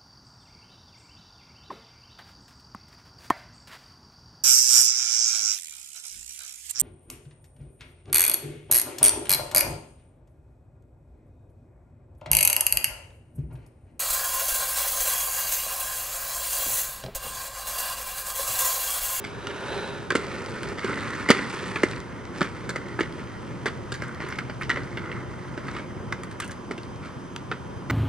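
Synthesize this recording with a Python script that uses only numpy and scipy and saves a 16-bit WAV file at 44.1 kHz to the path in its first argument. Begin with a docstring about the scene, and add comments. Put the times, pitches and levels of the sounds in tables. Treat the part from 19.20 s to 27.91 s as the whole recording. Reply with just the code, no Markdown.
"""Coasting skate wheels hum and whirr past at once, with a bearing singing; then a skater stamps up a concrete ramp.
Each set-down rings boot, wheel, plastic shell and frame through resonators fed by an impact and chattering grains.
Between them the wheels grind: patchy grains drive the same resonances, crushed sand and cracking stones on top.
A brick wall answers by convolution with a slap and decaying noise.
Underneath: shaped-noise rumble and hiss, a low drone, and the faint wavering tones of a camera mechanism."""
import sys
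import numpy as np
from scipy import signal
from scipy.fft import rfft, irfft, next_fast_len
from scipy.io import wavfile

SR = 44100
rng = np.random.default_rng(int(sys.argv[2]) if len(sys.argv) > 2 else 0)


def transcribe(u):
    """Save the signal u as a 16-bit wav file named by the first command-line argument.

    u: samples, shape (n,) or (channels, n), limited to [-1, 1]; the rate is SR.
    q: integer samples, one column per channel.
    """
    v = np.clip(np.atleast_2d(u).T, -1, 1)
    q = np.round(v * 32767).astype(np.int16)
    wavfile.write(sys.argv[1], SR, q)


N = 384111


def from_db(db):
    """Decibels to amplitude gain."""
    return 10 ** (np.asarray(db) / 20)


def rms_one(x):
    """Scale to unit rms."""
    return x / np.sqrt(np.mean(x ** 2) + 1e-20)


def in_time(rows):
    """Interpolate each column of a (t/s, ...) table to every sample."""
    s, *columns = np.transpose(rows)
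    return [np.interp(np.arange(N) / SR, s, c) for c in columns]


def butter(x, hz, kind, order=2):
    """Causal Butterworth high- or low-pass."""
    sos = signal.butter(order, min(hz, SR / 2 - 2000), kind, fs=SR, output="sos")
    return signal.sosfilt(sos, x)


def band(x, low_hz, high_hz, order=2):
    """High-pass, then low-pass of the given order."""
    return butter(butter(x, low_hz, "high"), high_hz, "low", order=order)


def coloured(x, spectrum):
    """Filter by (f/Hz, gain/dB) points, interpolated over log frequency."""
    hz, db = np.transpose(spectrum)
    size = next_fast_len(N)
    bins = np.maximum(np.fft.rfftfreq(size, 1 / SR), 1)
    gain = from_db(np.interp(np.log(bins), np.log(hz), db))
    return irfft(rfft(x, size) * gain, size)[:N]


def drift(per_s, count=N):
    """Random curve of unit rms with per_s new values a second."""
    i = np.arange(count)
    return rms_one(np.interp(i / SR * per_s, i, rng.standard_normal(count)))


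def wavering_sine(hz):
    """Sine of peak sqrt(2), hence unit rms, following a pitch curve."""
    return np.sqrt(2) * np.sin(2 * np.pi * np.cumsum(hz) / SR)


def resonate(x, modes, detune=1, spread_db=0):
    """Parallel two-pole resonances with alternating signs; spread_db varies their strengths."""
    out = 0
    for k, (hz, width_hz, db) in enumerate(modes):
        r = np.exp(-np.pi * width_hz / SR)
        poles = [1, -2 * r * np.cos(2 * np.pi * hz * detune / SR), r * r]
        gain = (-1) ** k * from_db(db + spread_db * rng.standard_normal()) * (1 - r * r) / 2
        out = out + gain * signal.lfilter([1, 0, -1], poles, x + 1e-18)
    return out


def grains(per_s, size_db, count):
    """Random single-sample contacts of either sign, a few much larger than the rest."""
    sizes = from_db(size_db * np.minimum(rng.exponential(1, count), 4))
    return sizes * rng.choice([-1, 1], count) * (rng.random(count) < per_s / SR)


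def favour(hz, ring_hz, width):
    """Nearness of a mode to the favoured pitch, 0-1; width in log frequency."""
    return np.exp(-(np.log(hz / ring_hz) / width) ** 2)


# partials of the camera mechanism: f/Hz, level/dB
WHINE_PARTIALS = [(3136, -66), (4931, -70), (5385, -75), (5925, -81), (6180, -71), (6374, -69.5),
                  (7144, -83), (8166, -82)]


def whine():
    """Mechanism whine: sines that waver in pitch and level."""
    out = 0
    for hz, db in WHINE_PARTIALS:
        level = from_db(db + 2 * drift(40))
        out = out + level * wavering_sine(hz + 17 * drift(90))
    return out


# level of the distant drone: t/s, level/dB
DRONE_LEVEL = [(0, -59), (3.4, -49.5), (4.1, -44), (5.2, -44.5), (6.2, -44), (7, -54), (8.7, -45)]
DRONE_HZ, DRONE_WIDTH_HZ = 128.3, 29


def drone():
    """Distant low drone: noise through two equal resonances in series."""
    mode = [(DRONE_HZ, DRONE_WIDTH_HZ, 0)]
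    noise = resonate(resonate(rng.standard_normal(N), mode), mode)
    return from_db(in_time(DRONE_LEVEL)[0]) * rms_one(noise)


# relative spectra of distant rumble and of hiss: f/Hz, level/dB
RUMBLE_SPECTRUM = [(15, -73), (25, -24), (60, -8), (119, -1.1), (152, -5), (189, -1.5), (210, -5.5),
                   (234, -3.5), (329, -8), (356, -2.5), (384, -10.5), (492, -12), (583, -15.5), (610, -17),
                   (757, -25), (1000, -17), (1300, -62), (2200, -120)]
HISS_SPECTRUM = [(590, -5), (1000, 0.5), (1180, 1), (1390, -1), (2550, -12), (3190, -13), (4240, -20.5),
                 (5820, -18), (6310, -27), (7130, -25), (8480, -21.5), (10300, -24.5), (11400, -28),
                 (14800, -83), (22000, -120)]
# swell of the rumble: t/s, level/dB
RUMBLE_SWELL = [(0, -2.5), (1, -0.5), (2, 0.5), (3, -1), (4, 0.5), (5, 0), (6, 1.5), (7, 0.5), (8, -0.5),
                (8.7, 1.5)]
RUMBLE_DB, HISS_DB = -38, -47


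def air():
    """Wavering rumble plus steady hiss, both shaped noise."""
    rumble = rms_one(coloured(rng.standard_normal(N), RUMBLE_SPECTRUM))
    rumble_db = RUMBLE_DB + in_time(RUMBLE_SWELL)[0] + 1.0 * drift(8.0)
    hiss = rms_one(coloured(rng.standard_normal(N), HISS_SPECTRUM))
    return rumble * from_db(rumble_db) + hiss * from_db(HISS_DB)


# air sound of opposite sign at the two ports, against the shared air: f/Hz, level/dB
UNSHARED_AIR = [(30, -18), (60, -21), (120, -34), (250, -16), (600, -2.5), (1200, -3), (4000, -10),
                (10000, -25)]


def background():
    """Air, whine and drone at both microphone ports; a second air signal enters with opposite signs."""
    unshared = coloured(air(), UNSHARED_AIR) * [[1], [-1]]
    return air() + unshared + whine() + drone()


# drive of the wall reflections: t/s, level/dB
WALL_DRIVE = [(0, -13.5), (2.5, -16.5), (4, -15.5), (6, -13), (8.7, -18)]
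YARD_T60_S, TAIL_T60_S = 0.13, 0.5


def yard(x):
    """Wall slap, quick scatter and fainter long tail: convolution with noise partly unique to each port."""
    t = np.arange(SR // 2) / SR
    decay = from_db(-60 * t / YARD_T60_S) + from_db(-6) * from_db(-60 * t / TAIL_T60_S)
    scatter = rng.standard_normal(len(t)) + .7 * rng.standard_normal((2, len(t)))
    response = butter(scatter * decay * (t > .004), 7700, "low", order=1)
    response /= np.sqrt(np.sum(response ** 2) / 2)
    response[:, round(.018 * SR)] += .35   # slap
    response = butter(response, 500, "high", order=1)
    drive = x[None] * from_db(in_time(WALL_DRIVE)[0])
    return signal.fftconvolve(drive, response, axes=1)[:, :N]


# singing bearing: t/s, f/Hz, level/dB
BEARING_SING = [(.44, 3950, -66), (.51, 3990, -46.5), (.58, 4040, -46), (.66, 3950, -49.5),
                (.73, 3860, -53), (.83, 3760, -72)]
SING_WIDTH_HZ = 150


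def bearing():
    """Bearing swish that bends up and sinks again: a gliding sine multiplied by low-passed noise."""
    hz, db = in_time(BEARING_SING)
    flutter = rms_one(butter(rng.standard_normal(N), SING_WIDTH_HZ / 2, "low"))
    return from_db(db) * flutter * wavering_sine(hz)


# resonances of coasting wheels and spinning bearings: f/Hz, width/Hz, level/dB
COASTING_MODES = [(240, 120, -3), (341, 33, 1), (390, 33, 6), (544, 130, 2), (913, 140, -1),
                  (1440, 200, -1), (1780, 190, -3), (2200, 580, -8.5)]
BEARING_MODES = [(2960, 1130, 7.5), (3770, 310, 11), (4860, 3500, -4.5), (6500, 530, -0.5),
                 (8800, 2000, -11)]
# relative spectrum of crushed sand: f/Hz, level/dB
GRIT_SPECTRUM = [(500, -11), (900, 12), (2400, 3), (3200, -2), (4700, -2), (6000, -8), (7500, -7.5),
                 (9200, -6), (11000, -29)]
PASS_S, PASS_DISTANCE_M, SPEED_M_PER_S = 0.55, 0.28, 2.26
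LIFT_S, LIFT_FADE_S = 0.83, 0.1   # the coasting skate leaves the ground
HUM_DB, WHIRR_DB, GLIDE_GRIT_DB = -32.5, -41.5, -45.5   # at the closest point
WHEEL_TONE_HZ, WHEEL_TONE_DB = 403.4, -43.5


def glide():
    """Coasting: grains ring wheels and bearings with 1/distance gain; tone and swish join in until the lift."""
    t = np.arange(N) / SR
    nearness = PASS_DISTANCE_M / np.hypot(PASS_DISTANCE_M, SPEED_M_PER_S * (t - PASS_S))
    grounded = np.clip(1 - (t - LIFT_S) / LIFT_FADE_S, 0, 1)
    ground = grains(per_s=9000, size_db=3.5, count=N) * from_db(0.12 * drift(35))
    hum = from_db(HUM_DB) * rms_one(resonate(ground, COASTING_MODES))
    whirr = from_db(WHIRR_DB) * rms_one(resonate(ground, BEARING_MODES))
    stray = grains(per_s=260, size_db=3.0, count=N)
    grit = from_db(GLIDE_GRIT_DB) * rms_one(coloured(stray, GRIT_SPECTRUM))
    tone_gain = from_db(WHEEL_TONE_DB + 2 * drift(18))
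    tone = tone_gain * wavering_sine(WHEEL_TONE_HZ + 3 * drift(25))
    return grounded * (nearness * (hum + whirr + grit) + tone + bearing())


# resonances of the boot: f/Hz, width/Hz, level/dB
BOOT_MODES = [(234.6, 130, -3.5), (306, 113, 2.5), (405, 110, -5.5)]
# skate rolling or shuffling on concrete: start t/s, length/s,
# grinding level/dB, rumble level/dB (before BOOT_TRIM_DB), grit level/dB, rumble f/Hz
ROLLING_STROKES = [(0.92, 0.6, -40, -35, -43.5, 382), (1.607, 0.61, -34, -31.5, -40.5, 280),
                   (1.665, .09, -46, -28, -41.5, 300), (2.1, 0.21, -39.5, -37, -38.5, 300),
                   (2.298, 0.45, -40, -37.5, -39.5, 374), (2.736, 0.42, -46.5, -42.5, -57, 333),
                   (3.123, 0.15, -45, -34.5, -43, 302), (3.315, 0.69, -45.5, -40, -51, 342),
                   (3.954, .48, -49.5, -44, -54.5, 332), (4.42, 0.43, -52, -62, -54, 330),
                   (4.778, 0.2, -43, -66, -54.5, 330), (4.974, 0.17, -39.5, -43, -48, 330),
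                   (5.2, 0.43, -53.5, -60, -55.5, 330), (5.51, 0.31, -45, -50, -52, 330),
                   (5.513, 0.043, -40, -38, -46, 400), (5.81, 0.2, -41, -46, -55, 356),
                   (6.07, 0.56, -47.5, -53, -56, 330), (6.422, 0.11, -46, -48, -48, 250),
                   (6.65, 0.71, -51.5, -48, -77, 300), (7.583, .062, -54, -61, -53, 330),
                   (7.805, .055, -47, -59, -49.5, 330), (8.305, .029, -46, -33.5, -56, 264)]
STROKE_ATTACK_S, STROKE_RELEASE_S, STROKE_SAG_DB_PER_S = 0.04, 0.049, 2.5
RUMBLE_RING_DB = 6   # how far a stroke favours boot modes near its pitch


def stroke_gains():
    """Strokes take weight, sag as the skate slows and die away; power-summed gains: grind, grit, boot modes."""
    power = np.zeros((2 + len(BOOT_MODES), N))
    boot_hz = np.array(BOOT_MODES)[:, 0]
    for start_s, length_s, grind_db, rumble_db, grit_db, rumble_hz in ROLLING_STROKES:
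        at = round(start_s * SR)
        t = np.arange(min(SR, N - at)) / SR
        attack = np.minimum(t / STROKE_ATTACK_S, 1)
        release = np.exp(-np.maximum(t - length_s, 0) / STROKE_RELEASE_S)
        shape = attack * from_db(-STROKE_SAG_DB_PER_S * t) * release
        shares = from_db(RUMBLE_RING_DB * favour(boot_hz, rumble_hz, width=0.22))
        boot_gains = from_db(rumble_db) * shares / np.linalg.norm(shares)
        gains = [from_db(grind_db), from_db(grit_db), *boot_gains]
        power[:, at:at + len(t)] += np.outer(gains, shape) ** 2
    return np.sqrt(power)


# resonances of the shell and of a struck wheel: f/Hz, width/Hz, level/dB
SHELL_MODES = [(950, 46, -33), (1066, 70, -1.5), (1290, 225, 1), (1554, 226, 2), (1716, 257, 1.5),
               (1990, 367, 2.5), (2164, 240, 1.5), (2870, 28, -21)]
WHEEL_MODES = [(483, 165, -9), (602, 39, 2), (860, 123, -4)]
SNAPS_PER_S, SNAP_SHARE = 400, 0.68   # breaking bits of grit; strength against sand
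STONE_WIDTH_SHARE = .35   # ring width / pitch
LEAN_DB, LEAN_PER_S = 1.3, 14   # as the skate leans, each shell mode comes and goes
BOOT_TRIM_DB, WHEEL_SHARE_DB = 1.0, -21


def grit_snaps():
    """Bits of grit snap: sparse grains ring eight broad resonances."""
    pitches_hz = np.geomspace(1900, 8000, 8)
    out = 0
    for hz in pitches_hz:
        bits = grains(per_s=SNAPS_PER_S / len(pitches_hz), size_db=3.0, count=N)
        out = out + resonate(bits, [(hz, STONE_WIDTH_SHARE * hz, 0)]) / np.sqrt(hz)
    return rms_one(out)


def rolling():
    """Concrete grain drums unevenly on the wheels, exciting boot, wheel and shell; sand crackles, grit snaps."""
    grind_gain, grit_gain, *boot_gains = stroke_gains()
    # smooth rolling turns to jerky shuffling
    jerk_db = np.interp(np.arange(N) / SR, [2.8, 4.5], [2.2, 2.9])
    patches = from_db(jerk_db * np.minimum(drift(220), 1.6))
    ground = rms_one(grains(per_s=6000, size_db=2.0, count=N) * patches)
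    sand = rms_one(grains(per_s=5000, size_db=3.0, count=N) * patches)
    boot = 0
    for k, (mode, gain) in enumerate(zip(BOOT_MODES, boot_gains)):
        boot = boot + (-1) ** k * gain * rms_one(resonate(ground, [mode]))
    wheel_gain = from_db(WHEEL_SHARE_DB) * np.linalg.norm(boot_gains, axis=0)
    wheel = wheel_gain * rms_one(resonate(ground, WHEEL_MODES))
    grind = 0
    for k, mode in enumerate(SHELL_MODES):
        lean = from_db(LEAN_DB * drift(LEAN_PER_S))
        grind = grind + (-1) ** k * lean * resonate(ground, [mode])
    grit = rms_one(coloured(sand + SNAP_SHARE * grit_snaps(), GRIT_SPECTRUM))
    return from_db(BOOT_TRIM_DB) * boot + wheel + grind_gain * rms_one(grind) + grit_gain * grit


# single stones cracking under a wheel: t/s, level/dB (rms of first 1/700 s), f/Hz
STONE_CRACKS = [(1.0677, -39, 4080), (1.1274, -49, 3750), (1.156, -41, 3640), (1.1837, -42, 4890),
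                (1.2221, -43, 3680), (1.2612, -34.5, 4700), (1.488, -37, 4600), (1.4987, -44, 4480),
                (1.6053, -44, 3990), (1.6771, -39, 3920), (1.8076, -35.5, 3660), (1.834, -37, 4050),
                (1.9054, -38, 3640), (1.953, -44, 4180), (2.115, -24, 4110), (2.348, -39, 4550),
                (2.687, -38, 3560), (2.713, -34, 3910), (2.803, -38.5, 3400), (3.053, -41, 3470),
                (3.1847, -39, 4660), (3.231, -41, 4800), (3.684, -43, 3430), (3.8306, -39, 3650),
                (3.925, -41, 3520), (4.882, -45, 6500), (4.947, -42, 3460), (5.1014, -46, 4900),
                (5.1078, -43, 4600), (5.5428, -45, 4600), (5.6346, -43, 4500), (6.514, -43, 4880),
                (7.224, -39, 4520), (7.633, -42, 4930), (7.76, -46, 3420), (8.1628, -28, 3080)]
STONE_CRUMBLE_S = .0009   # decay time constant of the burst


def stones():
    """A stone bursts under a wheel: decaying noise rings one broad resonance and the shell."""
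    t = np.arange(SR // 40) / SR
    out = np.zeros(N + len(t))
    for s, db, hz in STONE_CRACKS:
        burst = rng.standard_normal(len(t)) * np.exp(-t / STONE_CRUMBLE_S)
        tick = resonate(burst, [(hz, STONE_WIDTH_SHARE * hz, 0)])
        tick = tick + 0.11 * band(burst, 2300, 8700) + 0.98 * resonate(burst, SHELL_MODES)
        at = round(s * SR)
        out[at:at + len(t)] += from_db(db) * tick / np.sqrt(np.mean(tick[:SR // 700] ** 2))
    return out[:N]


# resonances of the frame that holds the wheels: f/Hz, width/Hz, level/dB
FRAME_MODES = [(2846, 276, 6.5), (3650, 460, 3), (4050, 230, -3.5), (4530, 240, 5), (4900, 1400, -1),
               (5730, 410, -6), (5850, 2500, -18.5), (6570, 490, -4), (7600, 1700, -6.5),
               (8600, 5400, -10.5)]
# lower and upper edge of the thump, as ratios to its pitch
THUMP_EDGES = (.62, 1.45)
# set-downs: t/s, boot thump level/dB, shell clack level/dB, frame tick level/dB (rms of first 20 ms),
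# thump f/Hz, favoured shell ring f/Hz, tick tilt/(dB/octave), scuff/s
SET_DOWNS = [(.039, -45, -35.5, -42, 330, 2200, -4, 0.012),
             (.269, -46, -35.5, -37.5, 330, 1290, -10, .0018), (.297, -48, -39, -43, 330, 1500, -14, .005),
             (.903, -36, -23.5, -35.5, 366, 1670, 4, 0.0011), (.908, -38, -32, -50, 370, 1660, -4, 0.00098),
             (.920, -30, -38, -41, 373, 1780, 0, .0014), (.952, -20.5, -23.5, -31, 322, 1400, 0.5, 0.0024),
             (.963, -44, -46, -38, 312, 2000, 3, 0.0025), (1.431, -60, -38.5, -42.5, 330, 1610, 4, .00086),
             (1.574, -40, -35.5, -42, 375, 1330, -3, 0.013), (1.643, -26, -47, -41, 320, 1310, 0, 0.0052),
             (2.087, -28, -22, -32, 302, 1970, 3, .002), (2.094, -28, -28, -32, 297, 2200, 1, 0.003),
             (2.102, -11.5, -18, -20, 292, 1270, 3, 0.0019),
             (2.109, -28, -16.5, -26, 386, 1980, -12, 0.0023), (2.115, -34, -29, -33, 330, 1300, 8, .001),
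             (2.147, -35, -34, -46, 290, 1300, -7, .002), (2.189, -33, -31, -45, 373, 2000, -13, 0.0016),
             (2.558, -33.5, -27, -44, 377, 2200, 5, 0.0036),
             (2.633, -16.5, -21.5, -35.5, 331, 1950, 8, .0022),
             (3.207, -28, -30, -38, 287, 1440, -7, .0035),
             (3.214, -23.5, -23.5, -39, 258, 1390, -1, 0.0034), (3.226, -38, -38, -40, 343, 1780, 2, .004),
             (3.243, -39, -36, -49, 267, 1500, -10, 0.0063),
             (3.491, -37, -32.5, -37, 408, 1580, 6.5, .0048),
             (3.558, -35.5, -30.5, -43, 364, 1450, 5.5, 0.003),
             (3.790, -28, -28, -57, 356, 1570, -6, .0009), (3.797, -45, -34, -46, 350, 1850, 14, 0.0048),
             (3.806, -22, -28, -35.5, 365, 1780, -3, .0026), (3.832, -38, -38, -46, 296, 2020, -18, .0042),
             (4.457, -27.5, -25, -36, 410, 1780, -3, 0.0054),
             (4.476, -40, -32.5, -40, 312, 1330, -5, .0052), (4.719, -37.5, -35, -37, 408, 1500, 1, .0026),
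             (4.739, -54, -39, -43, 370, 1760, 5, .0066), (4.820, -38.5, -33, -46, 360, 1570, 10, 0.0029),
             (4.838, -53, -51, -59, 335, 1540, 0, .0016), (5.003, -35, -37.5, -55, 230, 2010, -4, 0.0029),
             (5.021, -42, -41, -56, 330, 1990, -6, 0.0028), (5.038, -36, -49, -55, 405, 1500, -6, .0027),
             (5.087, -56, -44, -49.5, 290, 2140, 20, .0011), (5.123, -46, -37, -45, 240, 1970, -5, 0.0038),
             (5.156, -60, -49, -53, 330, 2140, 0, .0015), (5.185, -41, -29.5, -42, 271, 1410, 4, 0.0036),
             (5.296, -36, -37.5, -47.5, 288, 1440, -7, 0.0029),
             (5.410, -52, -33, -52, 420, 1380, 21, 0.0039), (5.420, -55, -35, -47, 322, 1370, -5, .0025),
             (5.431, -52, -39, -44, 270, 2030, -7, 0.0039), (5.494, -38, -24.5, -44, 315, 2040, 8, 0.0023),
             (5.500, -43, -27, -36.5, 315, 1900, -11, 0.0023),
             (5.508, -46, -29.5, -40, 285, 1690, -16, .0018),
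             (5.513, -38.5, -29.5, -42, 288, 2070, -8, 0.0015),
             (5.559, -44, -32, -57, 365, 2040, -2, 0.0044), (5.570, -37, -37, -53, 417, 1780, -8, 0.002),
             (5.771, -37, -35, -41, 310, 2120, -17, 0.0036),
             (5.916, -44, -37.5, -49, 358, 1960, -16, 0.0033),
             (6.375, -33, -38.5, -48, 246, 1640, -6, 0.0061), (6.483, -49, -35, -53, 300, 1660, -5, .0025),
             (6.549, -38, -40.5, -53, 334, 1360, -5, 0.0018),
             (6.564, -58, -34.5, -44.5, 300, 1350, -4, 0.0027),
             (6.584, -53, -40, -52, 297, 2200, -3, 0.0037), (6.594, -41, -44, -55, 320, 1500, -8, 0.0023),
             (6.923, -36, -28, -41, 260, 1890, -2, 0.0022),
             (7.033, -56, -39.5, -46.5, 255, 1290, 11, 0.003), (7.111, -63, -46, -51.5, 230, 1800, 7, .004),
             (7.200, -51, -32.5, -36, 262, 1290, 11, 0.0028),
             (7.218, -49, -38, -42.5, 278, 1560, -17, 0.0083),
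             (7.243, -48, -49, -48, 328, 1500, 17, 0.0048), (7.277, -60, -55, -48, 370, 1400, 29, 0.0033),
             (7.293, -52, -42, -62, 380, 1440, 0, .0026), (7.309, -47, -44, -44, 260, 1900, 9.5, .0042),
             (7.509, -31, -34.5, -45, 325, 1330, -1, 0.0042),
             (7.578, -38.5, -48, -44, 355, 1370, -12, 0.0033),
             (8.161, -43, -41.5, -45, 267, 1090, 5, 0.00068),
             (8.314, -35, -28, -41.5, 363, 1290, -10, 0.0027),
             (8.698, -30.5, -23.5, -40, 420, 1920, 2, 0.007)]
WHEEL_GIVE_S, BOTTOMING_S = 0.001602, 0.001   # wheel squash before the frame's blow; spread of that blow
WEIGHT_SETTLES_S = .005   # the boot takes up the weight
RAGGED_DB, RAGGED_PER_S = 4, 600   # unevenness of the chatter
SHELL_VARIES = .03   # relative spread of each shell mode's pitch between landings
RING_DB = 7   # how far a landing favours shell modes near its ring
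BOOT_GIVES_DB, BOOT_DAMPING_OCT_PER_DB = -21, .035   # heavier thumps widen the boot modes
WHEEL_KNOCK_DB = -8.5   # against the weaker of thump and clack


def landing_forces(t, scuff_s):
    """Wheels land, squash and chatter down: chatter, force on shell, weight on boot, blow on frame."""
    impact = (t == 0) * 1.0
    settling = np.exp(-t / (2.5 * scuff_s)) + from_db(-19.0) * np.exp(-t / 0.018)   # slides on a little
    ragged = from_db(RAGGED_DB * drift(RAGGED_PER_S, count=len(t)))
    contact = (1 - np.exp(-t / (0.13 * scuff_s))) * settling * ragged
    chatter = grains(per_s=6700, size_db=1.0, count=len(t)) * contact
    chatter = rms_one(chatter) / np.sqrt(len(t))
    square = np.exp(-scuff_s / 0.0052)   # a glancing landing has little first impact
    bottoming = rng.standard_normal(len(t)) * np.exp(-((t - WHEEL_GIVE_S) / BOTTOMING_S) ** 2)
    bottoming = rms_one(bottoming) / np.sqrt(len(t))
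    force = chatter + 1.31 * square * np.roll(impact, round(WHEEL_GIVE_S / 2 * SR))
    weight = chatter * np.exp(-t / WEIGHT_SETTLES_S) + 1.6 * square * impact
    blow = chatter + 1.06 * square * bottoming
    return chatter, force, weight, blow


def landing_modes(thump_db, thump_hz, ring_hz, tilt_db):
    """Boot, shell and frame modes: load damps the boot, the struck spot favours shell modes, tilt the frame's."""
    shell = []
    for hz, width_hz, db in SHELL_MODES:
        strayed_hz = hz * (1 + SHELL_VARIES * rng.standard_normal())
        shell.append((strayed_hz, width_hz, db + RING_DB * favour(hz, ring_hz, width=.09)))
    frame = [(hz, width_hz, db + tilt_db * np.log2(hz / FRAME_MODES[0][0]))
             for hz, width_hz, db in FRAME_MODES]
    load_db = max(thump_db - BOOT_GIVES_DB, 0)
    widening = 2 ** (BOOT_DAMPING_OCT_PER_DB * load_db)
    boot = [(hz * thump_hz / BOOT_MODES[1][0], width_hz * widening, db)
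            for hz, width_hz, db in BOOT_MODES]
    return boot, shell, frame


def knocks():
    """Set-downs: landing forces ring boot, wheel, shell and frame; scrape and crack add filtered contact noise."""
    t = np.arange(SR // 6) / SR
    attack = SR // 50
    out = np.zeros(N + len(t))
    for s, thump_db, clack_db, tick_db, thump_hz, ring_hz, tilt_db, scuff_s in SET_DOWNS:
        chatter, force, weight, blow = landing_forces(t, scuff_s)
        detune = 1 + .015 * rng.standard_normal()   # each landing loads the skate differently
        boot, shell, frame = landing_modes(thump_db, thump_hz, ring_hz, tilt_db)
        low_hz, high_hz = THUMP_EDGES[0] * thump_hz, THUMP_EDGES[1] * thump_hz
        thump = band(resonate(weight, boot, spread_db=3.5), low_hz, high_hz)
        knock = butter(resonate(weight, WHEEL_MODES, detune, spread_db=3.0), 2050, "low")
        scrape = band(np.roll(chatter, SR // 1000), 1100, 2300, order=6)
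        clack = butter(resonate(force, shell, detune, spread_db=1.5), 4200, "low") + .55 * scrape
        crack = band(np.roll(blow, SR // 2000), 2300, 4500 * 2 ** (max(tilt_db, 0) / 20))
        tick = resonate(blow, frame, detune, spread_db=1.5) + from_db(-9 + tilt_db / 2) * crack
        # only a landing both heavy and hard knocks the wheel
        knock_db = min(thump_db, clack_db) + WHEEL_KNOCK_DB
        at = round(s * SR)
        for part, db in ((thump, thump_db), (knock, knock_db), (clack, clack_db), (tick, tick_db)):
            out[at:at + len(t)] += from_db(db) * part / np.sqrt(np.mean(part[:attack] ** 2))
    return out[:N]


# colour of the left port against the right: f/Hz, level/dB
LEFT_COLOUR = [(30, 6.5), (70, 3.1), (130, 2), (250, -1.4), (1000, 1), (2000, -0.5), (4000, -0.1),
               (8000, 0.5)]
PORT_LAG_SAMPLES = 1.663
PORT_TURN_HZ = 72.4   # below this the left port turns towards antiphase


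def scene():
    """Skates, wall and background; skates a little to the right, so left is late, softer, its bass phase-turned."""
    skates = knocks() + stones() + rolling() + glide()
    left, right = skates + yard(skates) + background()
    size = next_fast_len(N + SR // 10)
    hz = np.fft.rfftfreq(size, 1 / SR)
    phase = 2 * np.arctan2(PORT_TURN_HZ, hz) - 2 * np.pi * hz / SR * PORT_LAG_SAMPLES
    left = irfft(rfft(coloured(left, LEFT_COLOUR), size) * np.exp(1j * phase), size)[:N]
    return np.array([left, right]) * from_db([[-.5], [.5]])


CUTOFF_HZ = 11500


def record(dry):
    """Peaks beyond full scale clip; a steep elliptic low-pass cuts the top."""
    sos = signal.ellip(8, .3, 70, CUTOFF_HZ, fs=SR, output="sos")
    return signal.sosfilt(sos, np.clip(dry, -1, 1))


dry = scene()
out = record(dry)
transcribe(out)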